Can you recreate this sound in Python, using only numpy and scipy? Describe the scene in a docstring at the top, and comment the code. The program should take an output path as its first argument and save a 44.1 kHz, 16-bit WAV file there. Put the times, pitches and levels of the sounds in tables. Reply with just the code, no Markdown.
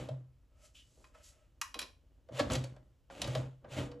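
"""The cassette door of an opened video recorder, on a table in a small room, close to a stereo pair.
The door knocks once; a hand brushes over the plastic front and clicks a button. Then it pushes the
door in, lets it swing back and pushes again: the door scrapes, levers snap, the cabinet knocks and
each jolt sets the chassis booming. A faint hum lingers at the end, over the room's low rumble."""
import sys
import numpy as np
from scipy import signal
from scipy.fft import rfft, irfft
from scipy.io import wavfile

SR = 44100
rng = np.random.default_rng(int(sys.argv[2]) if len(sys.argv) > 2 else 0)


def wrap_up_sound(samples):
    """Save the sound to the file named by the first command line argument, as 16-bit audio."""
    columns = np.atleast_2d(samples).T
    # keep every value between -1 and 1, then stretch to whole-number steps
    tamed = np.clip(columns, -1, 1)
    steps = np.round(tamed * 32767).astype(np.int16)
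    wavfile.write(sys.argv[1], SR, steps)


N = 176400


def from_db(db):
    """Decibels to gain."""
    return 10 ** (np.asarray(db) / 20)


def rms_one(x):
    """Scale to rms 1."""
    return x / np.sqrt(np.mean(x ** 2))


def gains(rows):
    """The dB columns of a curve as gains at every sample."""
    times, *columns = np.transpose(rows)
    return [from_db(np.interp(np.arange(N) / SR, times, db)) for db in columns]


def band(x, low, high, order=3):
    """Causal band-pass, edges in Hz."""
    return signal.sosfilt(signal.butter(order, [low, high], "band", fs=SR, output="sos"), x + 1e-18)


def colour(x, spectrum):
    """Give noise a spectrum that falls away beyond its ends; rms 1."""
    hz = np.fft.rfftfreq(N, 1 / SR) + 1
    points_hz, db = np.transpose(spectrum)
    shape = from_db(np.interp(np.log(hz), np.log(points_hz), db))
    skirts = 1 / (1 + (points_hz[0] / hz / 2) ** 4) / (1 + (hz / points_hz[-1] / 2) ** 4)
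    return rms_one(irfft(rfft(x) * shape * skirts, N))


def add(out, s, x):
    """Mix x in at time s."""
    i = max(int(s * SR), 0)
    out[i:i + len(x)] += x[:N - i]


def grains(per_s, spread_db):
    """Friction: random tiny slips of uneven size."""
    slips = rng.random(N) < per_s / SR
    sizes = from_db(spread_db * np.minimum(rng.exponential(1, N), 4))
    return slips * sizes * rng.choice([-1, 1], N)


def resonate(x, pitches_hz, widths_hz, boost_db):
    """Resonances lift narrow bands and ring on; a negative boost cuts a dip."""
    return x + sum((from_db(db) - 1) * signal.lfilter(*signal.iirpeak(hz, hz / width, SR), x)
                   for hz, width, db in np.broadcast(pitches_hz, widths_hz, boost_db))


def contacts(rows, crack_s, rattle_s, rattle_db, low_hz, top_hz, body):
    """Each contact is a sharp crack and a short rattle; its highs die sooner than its lows."""
    out, t = np.zeros(N), np.arange(SR // 6) / SR
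    edges_hz = [low_hz, 2000, 5000, top_hz]
    attack = 1 - np.exp(-t / .0006)
    for s, *levels in rows:
        for db, low, high in zip(levels, edges_hz, edges_hz[1:]):
            age = t * (low / 2000) ** 0.57  # the decay times hold for the middle band
            decay = np.exp(-age / crack_s) + from_db(rattle_db) * np.exp(-age / rattle_s)
            burst = band(body(rng.choice([-1, 1], len(t)) * decay * attack), low, high)
            strength = np.sqrt(np.sum(burst ** 2) / (.012 * SR))  # rms as if packed into 12 ms
            add(out, s, from_db(db) * burst / strength)
    return out


def struck(rows, modes, rise_s):
    """Blows set modes ringing; all swell in over the given rise time, then die away."""
    out, t = np.zeros(N), np.arange(SR // 2) / SR
    for s, db in rows:
        ring = sum(from_db(level + rng.normal(0, 1) - 60 * t / t60) * np.sin(2 * np.pi * hz * t)
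                   for hz, level, t60 in modes)
        add(out, s, from_db(db) * ring * (1 - np.exp(-(t / rise_s) ** 2)))
    return out


# the mechanism's frame (frequency [Hz], width [Hz], boost [dB])
FRAME_RESONANCES = [(553, 120, 21), (1118, 13, 6), (1720, 45, -3.5)]
def frame(x):
    """The frame colours the scrapes and snaps that pass through it."""
    return resonate(x, *np.transpose(FRAME_RESONANCES))


# the door's travel, close up (time [s], rumble level [dB], scrape level [dB])
DOOR_TRAVEL = [(0, -45.5, -49.5), (.08, -50, -64), (.3, -77, -100), (2.29, -73, -105), (2.325, -47.5, -61),
               (2.388, -63, -40), (2.405, -41.5, -37), (2.44, -41.5, -58.5), (2.495, -43, -55.5),
               (2.508, -35.5, -40), (2.56, -34.5, -40.5), (2.58, -43.5, -56), (2.84, -69.5, -91),
               (3.085, -80.5, -105), (3.11, -58.5, -59), (3.25, -44, -50.5), (3.38, -45, -49.5),
               (3.44, -47, -62.5), (3.6, -79.5, -89.5), (3.645, -53.5, -95), (3.72, -57.5, -49.5),
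               (3.79, -37.5, -43.5), (3.86, -46, -55.5), (4, -58.5, -108)]
# its two friction spectra (frequency [Hz], level [dB])
RUMBLE_SPECTRUM = [(65, 9), (180, -2), (270, 0.5), (430, -7), (560, -4.5), (750, -15)]
SCRAPE_SPECTRUM = [(500, -1), (1300, -1), (3100, 5.5), (5200, -5.5), (7200, -3), (11000, -11), (15000, -24)]
def door_swing():
    """The cassette door rumbles and scrapes in tiny slips as it swings."""
    rumble_gain, scrape_gain = gains(DOOR_TRAVEL)
    scrape = rms_one(frame(colour(grains(per_s=4000, spread_db=2.5), SCRAPE_SPECTRUM)))
    rumble = colour(grains(per_s=900, spread_db=3.5), RUMBLE_SPECTRUM)
    return band(rumble_gain * rumble + scrape_gain * scrape, 60, 18000)


# the door jolts the chassis (time [s], level [dB])
CHASSIS_JOLTS = [(0, -39.5), (0.101, -32.5), (2.327, -38), (2.509, -31.5), (2.558, -32), (3.275, -29.5),
                 (3.362, -30.5), (3.711, -40.5), (3.788, -36)]
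def chassis_boom(pitch_hz=128.2, rise_s=0.011, t60_s=0.47):
    """Every jolt feeds the chassis' one low resonance, which swells, wavers and dies away."""
    swell, t = np.zeros(N), np.arange(N) / SR
    for s, db in CHASSIS_JOLTS:
        add(swell, s, from_db(db - 60 * t / t60_s) * (1 - np.exp(-(t / rise_s) ** 2)))
    waver = colour(rng.standard_normal(N), [(2, 3.5), (25, 2.5)])
    hz = pitch_hz * (1 + 0.023 * waver)
    return swell * np.sin(2 * np.pi * np.cumsum(hz) / SR)


# the small room's background (frequency [Hz], level [dB])
ROOM_TONE_SPECTRUM = [(25, -9.5), (55, 7), (125, -8.5), (200, -24), (1000, -35), (15000, -45.5)]
def room_tone(level_db=-66, side_db=-12.5):
    """A steady low rumble, nearly the same at both microphones."""
    mid, side = (colour(rng.standard_normal(N), ROOM_TONE_SPECTRUM) for _ in range(2))
    return from_db(level_db) * (mid + from_db(side_db) * side * np.array([[1], [-1]]))


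def latch_body(x, range_hz=(2900, 8000), q=30):
    """Every latch is a small part with pitches of its own, mounted on the frame."""
    pitches = np.exp(rng.uniform(*np.log(range_hz), size=8))
    return frame(resonate(x, pitches, pitches / q, boost_db=6))


# latch strikes (time [s], level below 2 kHz [dB], level at 2-5 kHz [dB], level above 5 kHz [dB])
LATCH_STRIKES = [(0.087, -51, -58.5, -66.5), (2.287, -54, -75, -83), (2.3925, -39.5, -44, -50.5),
                 (2.398, -35.5, -39, -66), (2.405, -40, -42, -70), (2.4995, -44, -48, -64),
                 (2.519, -59, -50, -46), (2.533, -69, -44.5, -41.5), (2.553, -52, -40.5, -45),
                 (2.6394, -50, -51.5, -54.5), (2.763, -59, -74, -78), (3.0995, -49.5, -67.5, -81.5),
                 (3.2166, -42, -37, -40), (3.243, -44, -45.5, -63.5), (3.2745, -46.5, -54, -54),
                 (3.3505, -38, -43, -51), (3.644, -50.5, -74.5, -94), (3.9145, -55.5, -61, -76)]
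def latches():
    """The door trips latches and levers, which snap and rattle."""
    return contacts(LATCH_STRIKES, crack_s=0.0049, rattle_s=0.015, rattle_db=-12,
                    low_hz=512, top_hz=10930, body=latch_body)


# knocks on the cabinet (time [s], level [dB])
CABINET_KNOCKS = [(.088, -31.5), (1.153, -56.5), (2.294, -42), (2.396, -24), (2.504, -32.5), (3.25, -37.5),
                  (3.354, -23), (3.783, -43)]
# its modes (frequency [Hz], level [dB], t60 [s])
CABINET_RING = [(537, -0.5, 0.045), (578.8, 0.5, 0.064), (620, -1, 0.077), (727, -6.5, .04)]
def cabinet_knocks():
    """The door knocks at its stops, a finger taps the case once, and the cabinet rings briefly."""
    return struck(CABINET_KNOCKS, CABINET_RING, rise_s=0.0033)


# the hand on the front panel, close up (time [s], rub level [dB], hiss level [dB])
HAND_STROKES = [(.48, -93, -109), (.655, -67.5, -63), (.73, -92, -87), (.755, -79.5, -68),
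                (.85, -108, -76.5), (1.07, -79.5, -74), (1.13, -82, -91), (1.15, -64.5, -76),
                (1.222, -68.5, -75.5), (1.24, -82, -61.5), (1.29, -77, -61), (1.35, -75, -79.5),
                (1.45, -77.5, -88), (1.54, -99, -100)]
# a fingertip crosses the label (time [s], level [dB])
LABEL_SWIPE = [(.735, -100), (.752, -61), (.8, -62), (.9, -94)]
# spectra of rub, hiss and swipe (frequency [Hz], level [dB])
RUB_SPECTRUM = [(560, -6), (1300, -7.5), (2900, -4), (4200, -17)]
HISS_SPECTRUM = [(2500, -1.5), (7500, 6), (12000, -3.5), (15000, -25)]
LABEL_SPECTRUM = [(2000, -21), (2950, 0), (4200, -15)]
# resonances of the rubbed plastic (frequency [Hz])
SQUEAK_HZ = [596, 630.5, 1296]
def hand_brush():
    """Skin and sleeve brush the plastic front, which squeaks faintly."""
    rub_gain, hiss_gain = gains(HAND_STROKES)
    swipe = gains(LABEL_SWIPE)[0] * colour(rng.standard_normal(N), LABEL_SPECTRUM)
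    rub = colour(rng.standard_normal(N), RUB_SPECTRUM)
    squeaky_rub = rms_one(resonate(rub, SQUEAK_HZ, widths_hz=18, boost_db=19))
    hiss = colour(grains(per_s=9000, spread_db=2.0), HISS_SPECTRUM)
    return swipe + rub_gain * squeaky_rub + hiss_gain * hiss


# fingers meet the case (time [s], level [dB])
FINGER_BUMPS = [(0.906, -77), (0.973, -65.5), (1.003, -66.5), (1.753, -49.5), (1.814, -54)]
def finger_bumps(decay_s=0.036):
    """Soft fingers make dull bumps on the case."""
    out, t = np.zeros(N), np.arange(SR // 5) / SR
    for s, db in FINGER_BUMPS:
        dull_noise = rms_one(band(rng.standard_normal(len(t)), 222, 620, order=2))
        add(out, s, from_db(db) * dull_noise * np.exp(-t / decay_s))
    return out


# resonances of the front panel (frequency [Hz])
FRONT_PANEL_HZ = [1030, 2490, 3240, 3970, 4970, 5630]
def panel(x):
    """The plastic front panel gives a click its hollow ring."""
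    return resonate(x, FRONT_PANEL_HZ, widths_hz=130, boost_db=9)


# taps and clicks (time [s], level below 2 kHz [dB], level at 2-5 kHz [dB], level above 5 kHz [dB])
BUTTON_CLICKS = [(1.0415, -61, -66.5, -79), (1.146, -64, -81.5, -81), (1.6138, -39.5, -43, -38),
                 (1.742, -50.5, -45.5, -52.5), (1.7902, -47.5, -39.5, -41), (1.803, -58, -47.5, -57),
                 (1.815, -51.5, -46.5, -50), (1.826, -58.5, -46, -57.5)]
# the button's spring is struck (time [s], level [dB])
SPRING_STRIKES = [(1.6145, -28.5), (1.7425, -37.5)]
# its modes (frequency [Hz], level [dB], t60 [s])
SPRING_RING = [(1075, -6, 0.095), (1160, -10, .07), (2850, -6, .045)]
def button():
    """A finger taps the panel, the switch snaps and its spring rings."""
    snap = contacts(BUTTON_CLICKS, crack_s=0.0042, rattle_s=0.02, rattle_db=-11,
                    low_hz=950, top_hz=11900, body=panel)
    return snap + struck(SPRING_STRIKES, SPRING_RING, rise_s=0.0013)


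# claps of the door's flap (time [s], level [dB])
FLAP_CLAPS = [(2.393, -38.5), (2.3983, -34.5), (2.5, -44), (3.351, -41.5)]
# its modes (frequency [Hz], level [dB], t60 [s])
FLAP_RING = [(1118, -3, .08), (1296, 0, .045), (1704, 0, .06), (2780, -4, .03), (3275, -4, .025)]
def flap_claps():
    """The flap hits its stop hard and rings brightly."""
    return struck(FLAP_CLAPS, FLAP_RING, rise_s=0.00026)


# thuds on the table (time [s], level [dB])
TABLE_THUDS = [(2.406, -31), (3.785, -34.5)]
# the case's modes (frequency [Hz], level [dB], t60 [s])
CASE_RING = [(254, 3.5, 0.063), (292, 4, 0.075)]
def case_thuds():
    """The case bumps the table and rings low."""
    return struck(TABLE_THUDS, CASE_RING, rise_s=0.0031)


# the hum rises with the last push (time [s], level [dB])
HUM_LEVEL = [(3.7, -100), (3.86, -54.5), (4, -52.5)]
# its tones (frequency [Hz], level [dB])
HUM_TONES = [(290.7, -5.5), (484.5, -1)]
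def hum():
    """Two faint tones of steady pitch from the machine."""
    t = np.arange(N) / SR
    return gains(HUM_LEVEL)[0] * sum(from_db(db) * np.sin(2 * np.pi * hz * t) for hz, db in HUM_TONES)


def room_tail(x, t60_s=0.28, level_db=-8.5, side_gain=0.84):
    """The small room returns a diffuse tail, slightly different at the two microphones."""
    t = np.arange(SR // 2) / SR
    tails = rng.standard_normal((2, len(t))) * from_db(-60 * t / t60_s) * (1 - np.exp(-t / 0.002))
    mid, side = (signal.fftconvolve(x, h / np.sqrt(np.sum(h ** 2)))[:N] for h in tails)
    spread = side_gain * band(side, 400, 2000, order=1) * np.array([[1], [-1]])
    return from_db(level_db) * (band(mid, 90, 13000, order=1) + spread)


def scene():
    """Machine and hand, close and centred, with the small room around them."""
    fingers = button() + hand_brush() + finger_bumps()
    door = door_swing() + latches() + cabinet_knocks() + flap_claps() + case_thuds()
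    near = door + fingers + hum()
    return near + chassis_boom() + room_tail(near) + room_tone()


# the left side's lead over the right (frequency [Hz], phase [rad])
LEFT_LEAD = [(1000, 0), (3000, .25), (7600, 0), (9200, -3.14), (10900, -6.2), (14600, -12.3)]
def record(dry, cutoff_hz=15300):
    """In the top treble the left and right sides fall out of phase; the top is cut."""
    lead = np.interp(np.fft.rfftfreq(N, 1 / SR), *np.transpose(LEFT_LEAD))
    left = irfft(rfft(dry[0]) * np.exp(1j * lead), N)
    low_pass = signal.ellip(10, .1, 80, cutoff_hz, fs=SR, output="sos")
    return signal.sosfilt(low_pass, np.array([left, dry[1]]))


dry = scene()
out = record(dry)
wrap_up_sound(out)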